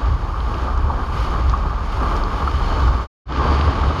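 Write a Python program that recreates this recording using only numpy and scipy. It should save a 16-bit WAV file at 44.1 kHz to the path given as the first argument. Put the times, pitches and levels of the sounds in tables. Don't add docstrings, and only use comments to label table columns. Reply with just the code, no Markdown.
import sys
import numpy as np
from scipy import signal
from scipy.fft import rfft, irfft, next_fast_len
from scipy.io import wavfile
from scipy.ndimage import uniform_filter1d, map_coordinates

SR = 44100
rng = np.random.default_rng(int(sys.argv[2]) if len(sys.argv) > 2 else 0)


def bounce(signal):
    frames = np.transpose(np.atleast_2d(signal))
    limited = np.clip(frames, -1, 1)
    pcm = np.round(limited * 32767).astype(np.int16)
    wavfile.write(sys.argv[1], SR, pcm)


N = 176400
TIME_S = np.arange(N) / SR
TURN_S = 3.16


def amp(db):
    return 10 ** (np.asarray(db) / 20)

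def unit(x):
    return x / np.sqrt(np.mean(x ** 2) + 1e-20)

def curves(table):
    times, *columns = np.transpose(table)
    return [np.interp(TIME_S, times, column) for column in columns]

def by_view(ahead, astern):
    return np.where(TIME_S < TURN_S, ahead, astern)

def wobble(rate_hz):
    knots = rng.standard_normal(int(N * rate_hz / SR) + 4)
    return map_coordinates(knots, [np.arange(N) * rate_hz / SR])

def filtered(x, response):
    size = next_fast_len(N + SR // 2)
    return irfft(rfft(x, size) * response(np.fft.rfftfreq(size, 1 / SR)), size)[..., :N]

def shaped(x, spectrum):
    hz, db = np.transpose(spectrum)
    return filtered(x, lambda f: amp(np.interp(np.log(f + 1), np.log(hz + 1), db)))

def resonance(f, hz, width_hz):
    return 1j * f * width_hz / (hz * hz - f * f + 1j * f * width_hz)

def stereo(mid, side):
    return np.array([mid + side, mid - side])

def patter(per_s, spread_db=3.5):
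    chance, size, push = rng.random(N), rng.standard_normal(N), rng.choice([-1, 1], N)
    return unit((chance < per_s / SR) * push * amp(spread_db * np.clip(size, -2, 2)))

def rumble(spectrum, evenness, span_s):
    noise = unit(shaped(rng.standard_normal(N), spectrum))
    power = uniform_filter1d(np.abs(signal.hilbert(noise)) ** 2, int(span_s * SR) + 1)
    return unit(noise / (np.abs(power) + 0.01) ** (evenness / 2))


# time_s, level_db
BOOM_ENVELOPE = [(0.0, -29), (0.04, -16), (0.15, -16.5), (0.19, -25), (0.31, -22), (0.39, -24.0),
                 (0.45, -21.5), (0.61, -22.5), (0.66, -18.5), (0.69, -25), (0.84, -19), (1.06, -26),
                 (1.15, -18.5), (1.24, -16), (1.27, -23.5), (1.52, -15), (1.58, -24), (1.66, -21.5),
                 (1.89, -27), (1.97, -18.5), (2.05, -24), (2.09, -19), (2.23, -29), (2.27, -26.5),
                 (2.38, -25), (2.42, -20), (2.49, -22), (2.55, -16), (2.6, -19), (2.67, -21), (2.71, -21.5),
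                 (2.77, -23), (2.85, -12.5), (3.04, -25), (3.3, -21.5), (3.33, -34.5), (3.38, -17.5),
                 (3.43, -24.5), (3.51, -19.5), (3.69, -16.5), (3.73, -21.5), (3.8, -25), (3.85, -14.5),
                 (3.94, -24.5), (4.0, -14.5)]
# frequency_hz, gain_db
BOOM_SPECTRUM = [(10, -58), (45, -9.5), (53, 1), (76, -2.5), (90, -10.5), (122, -13.5), (150, -22),
                 (260, -62), (800, -140)]
# time_s, pitch_hz
HUM_PITCH = [(0.1, 64.76), (0.45, 57.02), (0.85, 69.93), (1.2, 53.9), (1.45, 61.93), (2.0, 60.02),
             (2.9, 63.07), (3.3, 62.9), (3.55, 71.95), (4.0, 71.15)]

def hull():
    boom_db, = curves(BOOM_ENVELOPE)
    hum_hz, = curves(HUM_PITCH)
    spectra = BOOM_SPECTRUM, [(hz * 1.14, db) for hz, db in BOOM_SPECTRUM]
    noise = by_view(*[rumble(spectrum, evenness=0.71, span_s=0.069) for spectrum in spectra])
    hum = np.sqrt(2) * np.sin(2 * np.pi * np.cumsum(hum_hz) / SR + 0.53 * wobble(14))
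    return amp(boom_db) * (amp(-1.2) * noise + amp(-3) * hum)


# time_s, level_db
WIND_ENVELOPE = [(0.0, -26), (0.12, -30), (0.64, -35), (0.75, -20), (1.12, -24), (1.33, -22), (1.48, -31),
                 (1.58, -20), (1.85, -30), (2.04, -25), (2.3, -20), (2.41, -32), (2.68, -20.5),
                 (3.3, -26.5), (3.54, -23.5), (3.67, -45), (3.8, -19), (4.0, -40)]
# frequency_hz, gain_db
WIND_SPECTRUM = [(3, -31), (22, 0.5), (36, 12), (46, 10), (70, -39), (300, -140)]

def wind():
    level_db, = curves(WIND_ENVELOPE)
    return amp(level_db - 1.8) * rumble(WIND_SPECTRUM, evenness=0.51, span_s=0.071)


# order, ahead_db, astern_db
ENGINE_ORDERS = [(1, -28.5, -45), (4, -46.5, -38.5)]

def engine(fundamental_hz=38.77):
    phase = 2 * np.pi * np.cumsum(fundamental_hz * (1 + 0.005 * wobble(4.2))) / SR
    drone = np.zeros(N)
    for order, ahead_db, astern_db in ENGINE_ORDERS:
        level_db = by_view(ahead_db, astern_db) + 0.5 * wobble(5.62)
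        drone += amp(level_db) * np.sqrt(2) * np.sin(order * phase + rng.uniform(0, 2 * np.pi))
    return drone


# time_s, level_db
WASH_ENVELOPE = [(0.0, -27.5), (0.24, -31), (0.27, -28), (0.44, -29), (0.52, -26), (0.68, -25.5),
                 (0.76, -28.5), (0.8, -25.5), (0.83, -28.5), (0.92, -25), (1.06, -28), (1.17, -25.5),
                 (1.31, -25.5), (1.35, -23.0), (1.5, -29.5), (1.53, -25), (1.58, -26.5), (1.84, -30),
                 (1.95, -27.5), (2.01, -22.5), (2.29, -25.5), (2.41, -23), (2.53, -27.5), (2.83, -23.0),
                 (3.04, -29), (3.3, -29.5), (3.42, -20), (3.55, -21.5), (3.8, -23), (4.0, -24.0)]
# frequency_hz, gain_db
WASH_SPECTRUM = [(20, -36), (150, -2.5), (300, -4), (450, -6), (600, -8.7), (740, -8.5), (880, -4),
                 (970, -6.5), (1080, -1.5), (1190, -2), (1300, -9), (1420, -11.5), (1600, -12.5),
                 (1850, -25.5), (2600, -54.5), (6000, -120)]
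# pitch_hz, bandwidth_hz, gain_db
CASE_MODES = [(898, 75, -4.5), (1186, 75, 3)]

def wash():
    def case_response(f):
        modes = sum(amp(db) * resonance(f, hz, width_hz) for hz, width_hz, db in CASE_MODES)
        return modes / (1 + (f / 1700) ** 8)

    level_db, = curves(WASH_ENVELOPE)
    churn_db = 0.97 * wobble(35) + 0.9 * wobble(130)
    rush = unit(shaped(rng.standard_normal(N) + 0.56 * patter(per_s=1200), WASH_SPECTRUM))
    ring = unit(filtered(patter(per_s=900), case_response))
    rush_db = by_view(-1.2, -0.24)
    ring_db = by_view(-5.5, -10) + wobble(11)
    return amp(level_db + churn_db) * (amp(rush_db) * rush + amp(ring_db) * ring)


# time_s, spray_db, mist_db
SPRAY_ENVELOPES = [(0.0, -43, -67), (0.17, -46.0, -67.5), (0.36, -46.5, -65.5), (0.62, -41.0, -62.5),
                   (0.72, -45.5, -67.0), (0.9, -46.0, -67.5), (1.1, -44.0, -63), (1.18, -38, -57.5),
                   (1.41, -42.5, -64.5), (1.75, -45.5, -67), (2.03, -40, -60), (2.19, -40, -59.5),
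                   (2.24, -43, -65), (2.39, -40, -60), (2.83, -38.5, -61.5), (3.04, -44, -65.5),
                   (3.3, -45, -71.5), (3.36, -38, -64), (3.5, -36.5, -59), (3.9, -39, -62)]
# frequency_hz, gain_db
SPRAY_SPECTRUM = [(300, -48), (1800, 1.5), (2350, 2.5), (2680, -1.5), (3050, 2.5), (3450, -3), (3750, -2),
                  (4080, -6), (4350, -1.5), (4650, -4.5), (5100, -5.5), (5950, -13.5), (6550, -10.5),
                  (7300, -19), (8000, -30), (14000, -99.5)]
# frequency_hz, gain_db
MIST_SPECTRUM = [(3000, -46), (8000, -7), (9200, -1.5), (11200, -9.5), (12200, -6), (14400, -15.5),
                 (15300, -36)]
# centre_s, half_length_s, pitch_hz, bandwidth_hz, gain_db
JET_MODES = [(2.648, 0.3, 3030, 220, -8), (2.65, .3, 4340, 200, -12), (3.563, 0.17, 4590, 380, -7.5)]
# frequency_hz, gain_db
ASTERN_RESPONSE = [(1500, 0.5), (3300, 1), (6200, -1), (7200, -2.5), (8000, -2.5), (11200, -2),
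                   (12300, -9.5), (14500, -10)]

def spray():
    def grains():
        return rng.standard_normal(N) + 0.5 * patter(per_s=1100) + 0.26 * patter(per_s=60, spread_db=4)

    def hiss(spectrum):
        return stereo(unit(shaped(grains(), spectrum)), unit(shaped(grains(), spectrum)))

    spray_db, mist_db = curves(SPRAY_ENVELOPES)
    flutter_db = 0.5 * wobble(40) + 0.61 * wobble(160)
    ring = np.zeros(N)
    for centre_s, half_length_s, hz, width_hz, db in JET_MODES:
        swell = np.exp(-((TIME_S - centre_s) / half_length_s) ** 2)
        ring += amp(db) * swell * unit(filtered(grains(), lambda f: resonance(f, hz, width_hz) ** 2))
    sheets = amp(spray_db + flutter_db) * (amp(1.05) * hiss(SPRAY_SPECTRUM) + ring)
    mist = amp(mist_db + flutter_db) * hiss(MIST_SPECTRUM)
    return by_view(sheets + mist, shaped(sheets + mist, ASTERN_RESPONSE))


def strikes(rows, t60_s, log_width, attack_s=0.0005):
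    out, t = np.zeros(N + SR), np.arange(SR // 8) / SR
    f = np.fft.rfftfreq(len(t), 1 / SR)
    envelope = (1 - np.exp(-t / attack_s)) * 10 ** (-3 * t / t60_s)
    for start_s, peak_db, pitch_hz in rows:
        band = np.exp(-(np.log((f + 1) / pitch_hz) / log_width) ** 2)
        blow = envelope * irfft(rfft(rng.standard_normal(len(t))) * band, len(t))
        out[round(start_s * SR):][:len(t)] += amp(peak_db) * blow / np.abs(blow).max()
    return out[:N]


# start_s, relative_peak_db, pitch_hz
WATER_SLAPS = [(.342, -20, 1098), (.675, -22, 701), (.9, -17, 885), (1.345, -17, 1150), (1.537, -10, 1120),
               (2.425, -15.5, 1190), (2.476, -9.5, 1230), (2.88, -14, 1190), (3.323, -15.5, 1190)]

def slaps():
    return amp(-1) * strikes(WATER_SLAPS, t60_s=0.036, log_width=0.12)


# start_s, relative_peak_db, pitch_hz
DROP_IMPACTS = [(.404, -27, 2950), (.542, -26.5, 3300), (.776, -33.5, 5200), (1.496, -24, 4600),
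                (1.575, -34, 5998), (2.165, -29, 5600), (2.237, -24.5, 4203), (3.323, -28, 3603),
                (3.611, -19.5, 3008)]

def drops(cutoff_hz=7000):
    ticks = amp(1) * strikes(DROP_IMPACTS, t60_s=0.011, log_width=0.36)
    return filtered(ticks, lambda f: 1 / (1 + (f / cutoff_hz) ** 10))


def scene():
    return hull() + wind() + engine() + wash() + spray() + slaps() + drops()


# time_s, gain_ratio
VIEW_FADE = [(3.03, 0.92), (3.058, 0.32), (3.072, 0), (3.255, 0), (3.28, 0.26), (3.3, 0.96)]
# time_s, side_ratio
STEREO_WIDTH = [(2.0, 0.00071), (2.4, 0.11), (2.8, 0.3), (3.1, 0.38), (3.2, 0.0014)]

def record(dry, split_hz=11700, cutoff_hz=15400):
    gain, = curves(VIEW_FADE)
    width, = curves(STEREO_WIDTH)
    mid, side = stereo(*dry) / 2
    top = filtered(side, lambda f: f > split_hz)
    narrowed = stereo(mid, width * (side - top) + by_view(0.8, 0) * top)
    low_pass = signal.butter(24, cutoff_hz, fs=SR, output="sos")
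    return signal.sosfiltfilt(low_pass, narrowed * gain, padlen=SR // 10)


dry = scene()
out = record(dry)
bounce(out)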